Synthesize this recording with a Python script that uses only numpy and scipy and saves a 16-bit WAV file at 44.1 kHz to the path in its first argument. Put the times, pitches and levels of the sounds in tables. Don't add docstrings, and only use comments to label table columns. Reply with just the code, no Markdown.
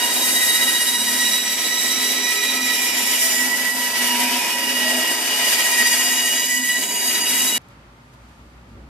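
import sys
import numpy as np
from scipy import signal
from scipy.fft import rfft, irfft, next_fast_len
from scipy.io import wavfile
from scipy.ndimage import uniform_filter1d

SR = 44100
rng = np.random.default_rng(int(sys.argv[2]) if len(sys.argv) > 2 else 0)


def unload_wav(signal):
    wavfile.write(
        sys.argv[1],
        SR,
        np.round(np.clip(np.atleast_2d(signal).T, -1, 1) * 32767).astype(np.int16),
    )


N = 392037


def from_db(db):
    return 10 ** (np.asarray(db) / 20)


def rms_one(x):
    return x / np.sqrt(np.mean(x ** 2) + 1e-20)


def in_time(rows):
    times, *columns = np.transpose(rows)
    seconds = np.arange(N) / SR
    return [np.interp(seconds, times, column) for column in columns]


def bins_hz():
    return np.maximum(np.fft.rfftfreq(next_fast_len(N), 1 / SR), 1)


def at_bins(points):
    hz, value = np.transpose(points)
    return np.interp(np.log(bins_hz()), np.log(hz), value)


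def drift(rate_hz, size=N):
    step = 40
    pole = np.exp(-2 * np.pi * step * rate_hz / SR)
    noise = rng.standard_normal(size // step + 2002)
    slow = signal.lfilter([1], [1, -2 * pole, pole * pole], noise)[2000:]
    return np.interp(np.arange(size) / step, np.arange(len(slow)), rms_one(slow))


def bump(center_s, length_s):
    return np.exp(-(4 * (np.arange(N) / SR - center_s) / length_s) ** 2 / 2)


def white():
    return rfft(rng.standard_normal(next_fast_len(N)))


def played_bands(mid, side, spectrum, modes, side_db, balance_db, edges_hz, levels_db):
    hz = bins_hz()
    modes_db = sum(db / (1 + (2 * (hz - at) / width) ** 2) for at, width, db in modes)
    colour = from_db(at_bins(spectrum) + modes_db)
    side = side * from_db(side_db)
    left = (mid + side) * from_db(balance_db / 2)
    right = (mid - side) * from_db(-balance_db / 2)
    pair = colour * np.array([left, right])
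    below = [0 * hz] + [1 / (1 + (hz / edge) ** 6) for edge in edges_hz] + [0 * hz + 1]
    out = 0
    for low, high, level_db in zip(below, below[1:], levels_db):
        band = irfft(pair * (high - low), next_fast_len(N))[:, :N]
        mid_rms = np.sqrt(np.mean(band.mean(0) ** 2))
        out = out + from_db(level_db) * band / mid_rms
    return out


def thinned(sound, hz, width_hz, share):
    band = signal.lfilter(*signal.iirpeak(hz, hz / width_hz, fs=SR), sound)
    return sound - np.clip(share, 0, 1) * band


# (time [s], length [s], swell of the rustle [dB])
TRAY_BRUSHES = [(7.71, 0.056, 3.5), (8.14, .04, 4), (8.703, .1, 2)]
# (time [s], hum level [dB], low drone level [dB], rustle level before brushes [dB])
BENCH_LEVELS = [(7.6, -62, -50.5, -69), (7.88, -53, -50.5, -70), (8.08, -62, -52, -68),
                (8.17, -52, -50, -68.5), (8.3, -49, -51, -66), (8.65, -49.5, -50, -70),
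                (8.78, -46, -43.5, -69.5), (8.89, -44, -48, -71)]
# (frequency [Hz], relative level per Hz [dB])
AIR_SPECTRUM = [(15, -43), (25, -24), (49, -1), (86, -10), (133, -7.5), (152, -14), (183, -15), (227, -15),
                (469, -25), (1240, -28), (13900, -54.5), (15500, -71)]
# (frequency [Hz], width [Hz], boost or cut [dB])
AIR_RESONANCES = [(38, 14, -14), (56.4, 14, 6), (136, 27, -0.5), (240, 23, 4.5), (564, 20, 7), (830, 18, 2),
                  (915, 10, 10), (1190, 40, 4), (1370, 30, 5.5), (1600, 180, -1.5), (4600, 270, 3)]
# (frequency [Hz], side minus mid level [dB])
AIR_WIDTH = [(60, -28), (110, -18), (200, -16.5), (380, -9), (700, -5), (1290, 0.5), (2380, 2), (4400, -1),
             (8120, 3), (15000, 1)]
ROOM_AIR_DB = -55


def bench_air(hum_db, drone_db, rustle_db):
    rustle_db = rustle_db + sum(db * bump(s, length) for s, length, db in TRAY_BRUSHES)
    room_db = ROOM_AIR_DB + 0.33 * (rustle_db - rustle_db.mean()) + 0.8 * drift(5.3)
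    levels_db = [hum_db - 8.0, drone_db, room_db, rustle_db]
    return played_bands(white(), white(), AIR_SPECTRUM, AIR_RESONANCES, at_bins(AIR_WIDTH), 0,
                        [90, 600, 4800], levels_db)


# (time [s], frequency [Hz])
HUM_PITCH = [(7.6, 54), (8.15, 58.2), (8.89, 59.8)]


def bench_hum(hum_db):
    hz = in_time(HUM_PITCH)[0] + 0.92 * drift(2.4)
    return np.sqrt(2) * from_db(hum_db) * np.sin(2 * np.pi * np.cumsum(hz) / SR)


# (time [s], nominal level before trim, noise and high-pass [dB])
TRAY_TICKS = [(7.6164, -46), (7.6854, -45), (8.1394, -50)]


def tray_ticks():
    clicks = np.zeros(N)
    for time_s, level_db in TRAY_TICKS:
        clicks[round(time_s * SR)] = from_db(level_db - 3.0)
    decay = signal.lfilter([1], [1, -.992], clicks + 1e-18)
    bright = signal.butter(2, 4500, "high", fs=SR, output="sos")
    return signal.sosfilt(bright, decay * rng.standard_normal((2, N)))


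def bench():
    hum_db, drone_db, rustle_db = in_time(BENCH_LEVELS)
    return bench_air(hum_db, drone_db, rustle_db) + bench_hum(hum_db) + tray_ticks()


def echoes(direct):
    t = np.arange(round(.25 * SR)) / SR
    path = rng.standard_normal(len(t)) * np.exp(-t / .022)
    path = path / np.sqrt(np.sum(path ** 2))
    path[0] += direct
    path = rfft(path, next_fast_len(N))
    return path / np.sqrt(uniform_filter1d(abs(path) ** 2, size=2500))


EVEN_BELOW_HZ = 800


def reflected(sound, direct, count):
    place = np.arange(N) / N * (count - 1)
    fades = [np.sqrt(np.clip(1 - abs(place - k), 0, 1)) for k in range(count)]
    streaked = sum(rfft(sound * fade, next_fast_len(N)) * echoes(direct) for fade in fades)
    even = 1 / (1 + (bins_hz() / EVEN_BELOW_HZ) ** 4)
    return np.sqrt(1 - even) * streaked + np.sqrt(even) * rfft(sound, next_fast_len(N))


TEETH_ON_BLADE = 132
LAP_START = 0.98


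def lap_swell(teeth):
    return np.cos(2 * np.pi * teeth / TEETH_ON_BLADE + LAP_START + 1.64 * drift(0.64))


# (time [s], frame rumble level [dB], board drone level [dB], rasp level [dB], hiss level [dB])
CUT_LEVELS = [(0.0, -45, -33.5, -28.5, -25.5), (0.44, -43.5, -35.5, -28.5, -24),
              (0.97, -46, -39.5, -29.5, -28), (1.33, -42, -38, -27.5, -26),
              (1.45, -44.5, -38.5, -28.5, -30.5), (1.9, -42, -38.5, -26.5, -27),
              (2.9, -42.5, -37.5, -28, -28), (3.27, -46, -37.5, -26.5, -23.5), (3.55, -38, -36.5, -29, -27),
              (4.2, -43.5, -35, -26.5, -26.5), (4.6, -40, -36.5, -28.5, -30.5),
              (5.0, -43, -33.5, -27.5, -27.5), (5.3, -46, -31.5, -26, -29.5), (5.45, -45, -33, -25, -25),
              (6.12, -48.5, -37, -27, -26), (6.5, -40.5, -38.5, -30, -28.5),
              (7.0, -41.5, -36.5, -29, -27.5), (7.4, -39.5, -38, -27, -23), (7.58, -38, -39.5, -31, -28)]
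# (time [s], length [s], dip of the drone [dB], dip of the hiss [dB])
CUT_EASES = [(1.41, 0.13, 1, 2.5), (1.988, 0.066, -0.5, 4), (2.213, 0.2, -0.5, 5), (2.39, 0.12, 0, 3.5),
             (2.602, 0.12, 1, 6), (3.534, .08, -2, 3.5), (3.743, 0.16, 3.5, 3), (3.934, 0.2, 0, 3.5),
             (5.197, 0.11, 2, 2), (6.616, 0.36, 4.5, 1), (6.9, 0.22, 1, 3), (7.234, 0.1, -0.5, 5)]
LOW_FLOOR_DB = -56.5
RASP_SHARE_OF_DIP = 0.69


def eased_levels():
    rumble_db, drone_db, rasp_db, hiss_db = in_time(CUT_LEVELS)
    for time_s, length_s, drone_dip_db, hiss_dip_db in CUT_EASES:
        dip = bump(time_s, length_s)
        drone_db = drone_db - drone_dip_db * dip
        hiss_db = hiss_db - hiss_dip_db * dip
        rasp_db = rasp_db - RASP_SHARE_OF_DIP * (drone_dip_db + hiss_dip_db) * dip
    return [LOW_FLOOR_DB, rumble_db + 0.73 * drift(4.5), drone_db, rasp_db, hiss_db]


# (frequency [Hz], relative level per Hz [dB])
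CUT_SPECTRUM = [(24, -79.5), (40, -40), (70, -28.5), (174, -29.5), (192, -18.5), (247, -15), (797, -24),
                (973, -12), (1190, -18.5), (1960, -4), (2160, -6.5), (2920, -4.5), (4130, -8.5),
                (4800, -3.5), (13200, -2.5), (13900, -7.5), (14600, -5), (15500, -21)]
# (frequency [Hz], width [Hz], boost or cut [dB])
BODY_RESONANCES = [(219, 22, 7), (256.2, 11, 15), (324.4, 14, 7), (411.6, 10, 7), (454, 20, 4),
                   (496, 14, -10), (520, 16, 3), (556, 18, 4), (592, 14, -5), (647, 100, 6), (708, 33, 6.5),
                   (790, 10, 7), (858, 12, 6), (890, 23, -4), (1144, 110, -5.5), (1294, 50, 5.5),
                   (1390, 17, 5), (1445, 22, 4), (1670, 55, 2.5), (2012, 28, 8), (2150, 60, -2.5),
                   (2254, 50, 4), (2363, 22, 5), (2444, 70, 4.5), (2600, 50, 3), (2690, 65, -4.5),
                   (2797, 44, 4.5), (2990, 28.4, 6.5), (3090, 80, -3), (3200, 70, 3), (3720, 50, 4.5),
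                   (4300, 51, 3.5), (4980, 50, -4), (6080, 43, 5), (7120, 120, 3), (11660, 200, 3),
                   (12000, 120, 2), (12500, 120, 2.5), (13300, 120, 1.5)]
# (frequency [Hz], side level relative to mid [dB])
CUT_WIDTH = [(60, -35), (110, -37), (200, -27), (380, -11), (700, -9.5), (1290, -7), (2380, -4.5),
             (4400, -2.5), (8120, -0.5), (15000, -3)]
# (frequency [Hz], left minus right gain [dB])
CUT_BALANCE = [(60, 0), (110, -1.5), (200, 0), (380, -2.5), (700, -1.5), (1290, -2.5), (2380, -4),
               (4400, 0), (8120, 0), (15000, -4.5)]
CUT_EDGES_HZ = [172, 320, 1000, 4800]
LAP_SWELL_DB = -0.3
POINTS_PER_TOOTH = 46


def cutting(teeth, turn, repeat_share, bite):
    lap = rng.standard_normal(TEETH_ON_BLADE * POINTS_PER_TOOTH)
    blade = rms_one(np.interp(teeth * POINTS_PER_TOOTH % len(lap), np.arange(len(lap)), lap))
    share = np.clip(repeat_share, 0, 1)
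    tearing = np.sqrt(share) * blade + np.sqrt(1 - share) * rng.standard_normal(N)
    tearing = tearing * (1 + bite * np.cos(2 * np.pi * teeth))
    mid = reflected(tearing, direct=1.0, count=6)
    side = reflected(1.05 * tearing + 1.14 * rng.standard_normal(N), direct=0.038, count=3)
    shared_db = 0.09 * np.cos(turn) + 0.5 * drift(15.0) + LAP_SWELL_DB * lap_swell(teeth)
    levels_db = [level_db + shared_db + 1.1 * drift(22) for level_db in eased_levels()]
    return played_bands(mid, side, CUT_SPECTRUM, BODY_RESONANCES, at_bins(CUT_WIDTH),
                        at_bins(CUT_BALANCE), CUT_EDGES_HZ, levels_db)


# (start [s], end [s], frequency [Hz], width [Hz], greatest share removed [0-1])
CUT_HOLLOWS = [(5.5, 7.9, 4200, 500, .55), (6.2, 7.9, 3550, 250, .3), (6.5, 7.9, 5560, 700, 0.44),
               (6.15, 7.3, 1250, 600, 0.5), (6.45, 6.8, 370, 260, 0.57), (3.5, 4.05, 346, 97, 1),
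               (0.8, 3.9, 1600, 370, 0.44), (0, 6, 6260, 440, 0.28), (0, 3.6, 2690, 110, .5),
               (.5, 3, 3080, 120, .4), (4.5, 4.85, 800, 120, 0.3), (2.5, 3.9, 4400, 440, 0.37),
               (0, 1.3, 2660, 500, 0.17), (0.5, 1.5, 2650, 180, 0.2), (6.3, 7.1, 910, 200, 0.3),
               (4, 5.2, 4500, 540, 0.23)]


def hollowed(sound):
    out = sound.copy()
    for start, end, hz, width, share in CUT_HOLLOWS:
        part = slice(round(start * SR), round(end * SR))
        fade = signal.windows.tukey(part.stop - part.start, .6)
        out[:, part] = thinned(out[:, part], hz, width, share * fade)
    return out


# (start [s], end [s], frequency [Hz], width [Hz], relative level [dB])
NARROW_BANDS = [(-1, 1.8, 92.7, 2.5, -68), (6.8, 8.2, 92.7, 2.5, -70), (0, .9, 2005, 30, -32),
                (-.5, 1.5, 8130, 90, -31), (0.097, .8, 10850, 180, -29.5), (-.5, 1.5, 1310, 28, -45),
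                (1.2, 1.7, 12550, 90, -36), (6.8, 7.6, 9620, 60, -36), (1.9, 2.8, 410, 10, -45),
                (.8, 1.8, 222, 10, -43), (4.9, 5.2, 320, 10, -44), (5.2, 6.3, 252, 14, -44),
                (5.45, 5.85, 855, 8, -43), (5.9, 6.3, 710, 10, -45), (2.0, 3.2, 7420, 120, -34),
                (.6, 1.9, 7880, 120, -35), (1.301, 3.3, 1292, 24, -43.5), (1.9, 3.5, 2425, 40, -30),
                (2.3, 3.8, 5400, 160, -33), (2.7, 3.8, 7160, 50, -29), (3.11, 3.497, 658, 12, -43),
                (2.4, 3.6, 2350, 25, -38), (2.8, 4.301, 11700, 102.5, -37), (3.9, 4.55, 247, 9, -35),
                (4.05, 4.55, 718, 12, -39), (3.897, 4.6, 2380, 18, -35.5), (4, 5.095, 2470, 28, -32),
                (4.4, 4.92, 555, 10, -41), (4.65, 5.1, 250.2, 7, -34), (4.7, 5.15, 638, 20, -35),
                (4.85, 5.03, 705, 30, -35), (5.05, 5.902, 849, 12, -46), (5.103, 6, 2960, 28, -34.5),
                (5.203, 6.297, 2435, 33, -32), (5.407, 6, 1990, 25, -34), (5.3, 6.5, 6900, 98, -32.5),
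                (6.399, 7.1, 256.1, 12, -40), (1.297, 2.8, 7600, 109, -34.5),
                (3.898, 5.4, 5370, 120, -34.5), (2.801, 3.6, 9050, 150, -35.5), (7.199, 7.6, 8200, 80, -31)]
# (time [s], then left minus right level of orders 1, 2, 3, 4, 5, 6, 7, 8, 9, 11 [dB])
ORDER_LEAN = [(0.0, 2, 0.5, -4, -3.5, -4.0, 3.0, -3.0, -0.5, -1.0, 1.5),
              (0.98, 2.0, -2, -6, -5.5, -4.0, -2.5, 2.0, 0, -6, 8),
              (2.1, -3.5, -10, 1, -5.5, -3.0, -3.5, -3.0, -3.0, -4, 3.5),
              (3.25, -2.5, -11.5, -4.5, -5.5, 3.5, -2.0, -4.5, 1, -1, 1.5),
              (3.96, -1.0, -8.0, -3.5, 0.0, 6.0, -5, -1.0, -3.5, -5, -2.5),
              (4.59, -2.0, -7, -8, 0.0, 5, 2, 0, -2.5, 2.0, 1.0),
              (5.72, 2.0, -3.5, 1.5, -1, 5.0, 7.0, 1, -1.0, -1, 1.5),
              (6.56, -0.5, -2.5, -2.5, -0.5, 4.5, -1, -3, 1.5, -7, 1.0),
              (7.57, -1, -3.5, 2.0, 0.5, 1.5, -0.5, 0, -2.0, -7.5, 9)]
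ORDERS = [1, 2, 3, 4, 5, 6, 7, 8, 9, 11]
SAG_HZ_PER_S, SAG_AT_HZ = 90, 7630


def narrow_bands():
    out = np.zeros((2, N))
    lean = np.array(ORDER_LEAN)
    for start, end, hz, width, level_db in NARROW_BANDS:
        first = max(round(start * SR), 0)
        size = min(round(end * SR), N) - first
        t = np.arange(size) / SR
        full_size = size + first - round(start * SR)
        swell = from_db(level_db) * signal.windows.tukey(full_size, .8)[-size:]
        flutter = 9.0 / width + drift(width / 2, size) + 1j * drift(width / 2, size)
        flutter = flutter / (abs(flutter) + 0.083) ** .15
        sag_hz_per_s = SAG_HZ_PER_S * (hz / SAG_AT_HZ) ** 2
        cycles = hz * t - sag_hz_per_s * (t - t[-1] / 2) ** 2 / 2
        carrier = flutter * np.exp(2j * np.pi * cycles)
        nearest_row = lean[abs(lean[:, 0] - (start + end) / 2).argmin(), 1:]
        lean_db = 0.67 * np.interp(hz / TOOTH_RATE[0][1], [0] + ORDERS, [0, *nearest_row])
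        lead = 2 * min(hz / 3000, 1.5) * drift(3.0, size)
        gap = from_db(lean_db / 2) * np.exp(1j * lead / 2)
        out[:, first:first + size] += swell * np.real([carrier * gap, carrier / gap])
    return out


# (time [s], then level of orders 1, 2, 3, 4 [dB])
LOW_WHINE = [(0.0, -31, -31, -32, -27), (0.05, -28, -28.5, -27, -25.5), (0.11, -36, -34.0, -39.0, -30),
             (0.21, -39, -36.0, -37, -27.5), (0.29, -45, -28, -39, -29), (0.42, -45, -24.5, -38, -24.5),
             (0.69, -41.5, -25.5, -32.0, -26), (0.89, -39.5, -31, -31.5, -26),
             (0.99, -37.0, -31, -31.0, -23.5), (1.1, -38, -28.5, -38, -32), (1.23, -39.5, -25, -34, -25.5),
             (1.34, -44, -29, -31.5, -21.5), (1.43, -41.5, -32, -39, -30.0),
             (1.58, -43.0, -32.5, -43, -30.5), (1.82, -38.5, -29.5, -36.0, -25),
             (1.93, -47, -35.5, -40, -28), (2.06, -40.5, -30.5, -36, -27), (2.19, -46, -32.5, -42.0, -30.5),
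             (2.28, -38, -25, -42.5, -27.5), (2.38, -45, -31.5, -38.5, -33),
             (2.5, -39.5, -27.5, -37.5, -24), (2.59, -43.0, -33.5, -40, -33.5),
             (2.69, -41.5, -27.5, -37.0, -27.5), (2.81, -43, -32, -33.5, -33),
             (3.01, -39.5, -32, -36, -38.0), (3.14, -47, -33.5, -32, -35), (3.45, -40.0, -24.5, -35, -44.5),
             (3.61, -40.0, -25, -39.0, -46.0), (3.73, -42, -28.0, -41, -44.5),
             (3.83, -32.5, -30.5, -31.5, -38.0), (3.91, -36, -28.5, -39, -39.5),
             (4.01, -32, -26.5, -30, -46.5), (4.14, -29.0, -31.5, -29.0, -45.5),
             (4.27, -29.0, -35, -36, -45.0), (4.38, -31, -39, -40, -45.5),
             (4.6, -33.0, -32.0, -29.5, -48.5), (4.8, -41.5, -26, -29, -34), (5.07, -41, -26, -26, -46.5),
             (5.19, -40.5, -33.0, -33, -46.0), (5.39, -42, -28.5, -25.5, -41.5),
             (5.45, -40, -23.5, -25, -40.0), (5.57, -40, -29.0, -33, -39), (5.67, -38.0, -23.0, -29.5, -35),
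             (5.82, -34.5, -20.5, -34, -35), (5.9, -35, -23, -27.5, -34.0), (5.98, -39.0, -29, -27.5, -42),
             (6.23, -42.5, -26.0, -27, -31.5), (6.43, -44, -30.5, -29, -35.0), (6.52, -42, -26, -30, -46),
             (6.66, -45.0, -24, -29, -42), (6.74, -44.0, -22.5, -28, -33.5), (6.86, -43.0, -38, -35, -37.0),
             (6.94, -37.5, -41, -32, -42.5), (7.13, -42.5, -33.0, -28, -28.5),
             (7.23, -38.0, -34.5, -32, -38), (7.3, -38.0, -35, -25.5, -33.5), (7.45, -40, -32, -31, -28),
             (7.57, -46, -41, -26, -33)]
# (time [s], then level of orders 5, 6, 7, 8, 9, 11 [dB])
HIGH_WHINE = [(0.0, -34, -38, -42, -44, -32, -35), (0.22, -42.0, -42.5, -44.0, -44.0, -38.5, -38.0),
              (0.4, -36.5, -40.5, -38.0, -43, -31, -33), (0.98, -35, -34, -43, -42, -35.5, -30.5),
              (1.29, -38.5, -29, -37.5, -36.0, -31, -33), (1.53, -43.5, -31, -43, -36.5, -40, -38),
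              (1.95, -39, -28, -43.5, -35.5, -36.0, -38.0), (2.84, -39.5, -35.0, -47, -48, -44, -44.0),
              (3.3, -34, -33.0, -43.0, -47.5, -34, -36), (3.68, -39, -43.5, -45.5, -46, -42.5, -46),
              (4.09, -34, -35, -40, -48.5, -37.0, -39.5), (4.5, -38, -41, -42.5, -46, -40, -46.0),
              (4.8, -33, -39.0, -43, -54, -38, -41.5), (5.03, -33, -43.0, -39.0, -39.5, -32, -42.5),
              (5.26, -33.5, -39, -36, -48.0, -33, -44.0), (5.92, -29, -37.5, -32, -38.5, -32, -30),
              (6.37, -31.5, -36.5, -27, -40.5, -34.5, -37), (6.59, -36.0, -37.0, -32, -33, -36, -42.5),
              (6.85, -37, -45, -32, -38, -38, -40.5), (7.12, -27, -38, -31, -46.5, -37.5, -38.0),
              (7.38, -32, -36, -32.5, -35, -36.5, -29), (7.57, -38, -39, -30.0, -34, -37.0, -37.0)]
EAR_LEAD = [0, 0, .35, -0.25, -1.6, -1.6, -1.4, -.1, .9, 1.9]
# (time [s], added lead [rad])
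SECOND_ORDER_LEAD = [(0, 1.5), (.9, 1.2), (1.3, 0), (3.5, -.4), (4.8, -.3), (5.4, 1.1), (6, 1), (6.5, .3),
                     (7.5, -.5)]
LAP_SWELL = 0.23


def whine(teeth, turn, throb, rough, rough_hz):
    out = np.zeros((2, N))
    levels_db = in_time(LOW_WHINE) + in_time(HIGH_WHINE)
    for order, level_db, lean_db, lead in zip(ORDERS, levels_db, in_time(ORDER_LEAN), EAR_LEAD):
        wheel_swell = 1 + throb / order ** 0.12 * np.cos(turn + 0.246 * drift(0.81))
        steady = wheel_swell * (1 + LAP_SWELL * lap_swell(teeth))
        uneven = rough * order ** 0.36 * (drift(rough_hz * order) + 1j * drift(rough_hz * order))
        envelope = steady + uneven
        envelope = envelope / np.sqrt(np.mean(abs(envelope) ** 2))
        tone = envelope * np.exp(2j * np.pi * order * teeth)
        tone = np.sqrt(2) * from_db(level_db + 1.1 * drift(9.0)) * tone
        lead = lead + (order == 2) * in_time(SECOND_ORDER_LEAD)[0]
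        wander = 0.14 * order ** .2 * drift(2.34)
        gap = from_db(lean_db / 2) * np.exp(1j * (lead / 2 + wander))
        out += np.real([tone * gap, tone / gap])
    return out


# (time [s], tooth rate [teeth per s])
TOOTH_RATE = [(0.0, 957.0), (0.77, 958.5), (0.94, 961.0), (1.16, 960.0), (1.5, 966.0), (1.68, 964.5),
              (1.76, 966.5), (1.84, 962.5), (2.01, 968.0), (2.1, 966.5), (2.27, 971.0), (2.41, 970.0),
              (2.49, 965.5), (2.58, 970.0), (3.02, 965.0), (3.41, 969.5), (3.6, 976.5), (3.67, 972.0),
              (3.74, 974.5), (3.82, 970.0), (4.0, 972.5), (4.09, 962.5), (4.46, 963.5), (4.54, 964.0),
              (4.99, 957.0), (5.32, 963.5), (5.53, 957.5), (5.82, 955.5), (6.14, 959.0), (6.34, 958.5),
              (6.52, 977.0), (6.59, 975.0), (7.12, 961.0), (7.57, 963.0)]
# (time [s], depth [0-1])
WHEEL_THROB = [(0, .1), (.5, .9), (1.2, 0.4), (3, .05), (5.2, 0.1), (5.9, 0.55), (6.5, 0.15), (7.1, .4),
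               (7.58, 0.35)]
TEETH_PER_WHEEL_TURN = 62.4
SPEED_WANDER, TOOTH_JITTER = 1.0, 0.009


def bandsaw():
    travel = np.cumsum(in_time(TOOTH_RATE)[0] + SPEED_WANDER * drift(4.053)) / SR
    turn = 2 * np.pi * travel / TEETH_PER_WHEEL_TURN + 2.52
    teeth = travel + 0.025 * np.sin(turn) + TOOTH_JITTER * drift(40.0)
    blade = whine(teeth, turn, throb=in_time(WHEEL_THROB)[0], rough=0.24, rough_hz=13.8)
    cut = hollowed(cutting(teeth, turn, repeat_share=0.45, bite=0.18))
    return blade + narrow_bands() + cut


SCENE_CHANGE_S = 7.5805


def scene():
    sawing = np.clip((SCENE_CHANGE_S - np.arange(N) / SR) * 1500, 0, 1)
    return sawing * bandsaw() + (1 - sawing) * bench()


CUTOFF_HZ = 15700


def record(dry):
    heard = thinned(dry, hz=9920, width_hz=140, share=0.8)
    return signal.sosfilt(signal.cheby2(12, 70, CUTOFF_HZ, fs=SR, output="sos"), heard)


dry = scene()
out = record(dry)
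unload_wav(out)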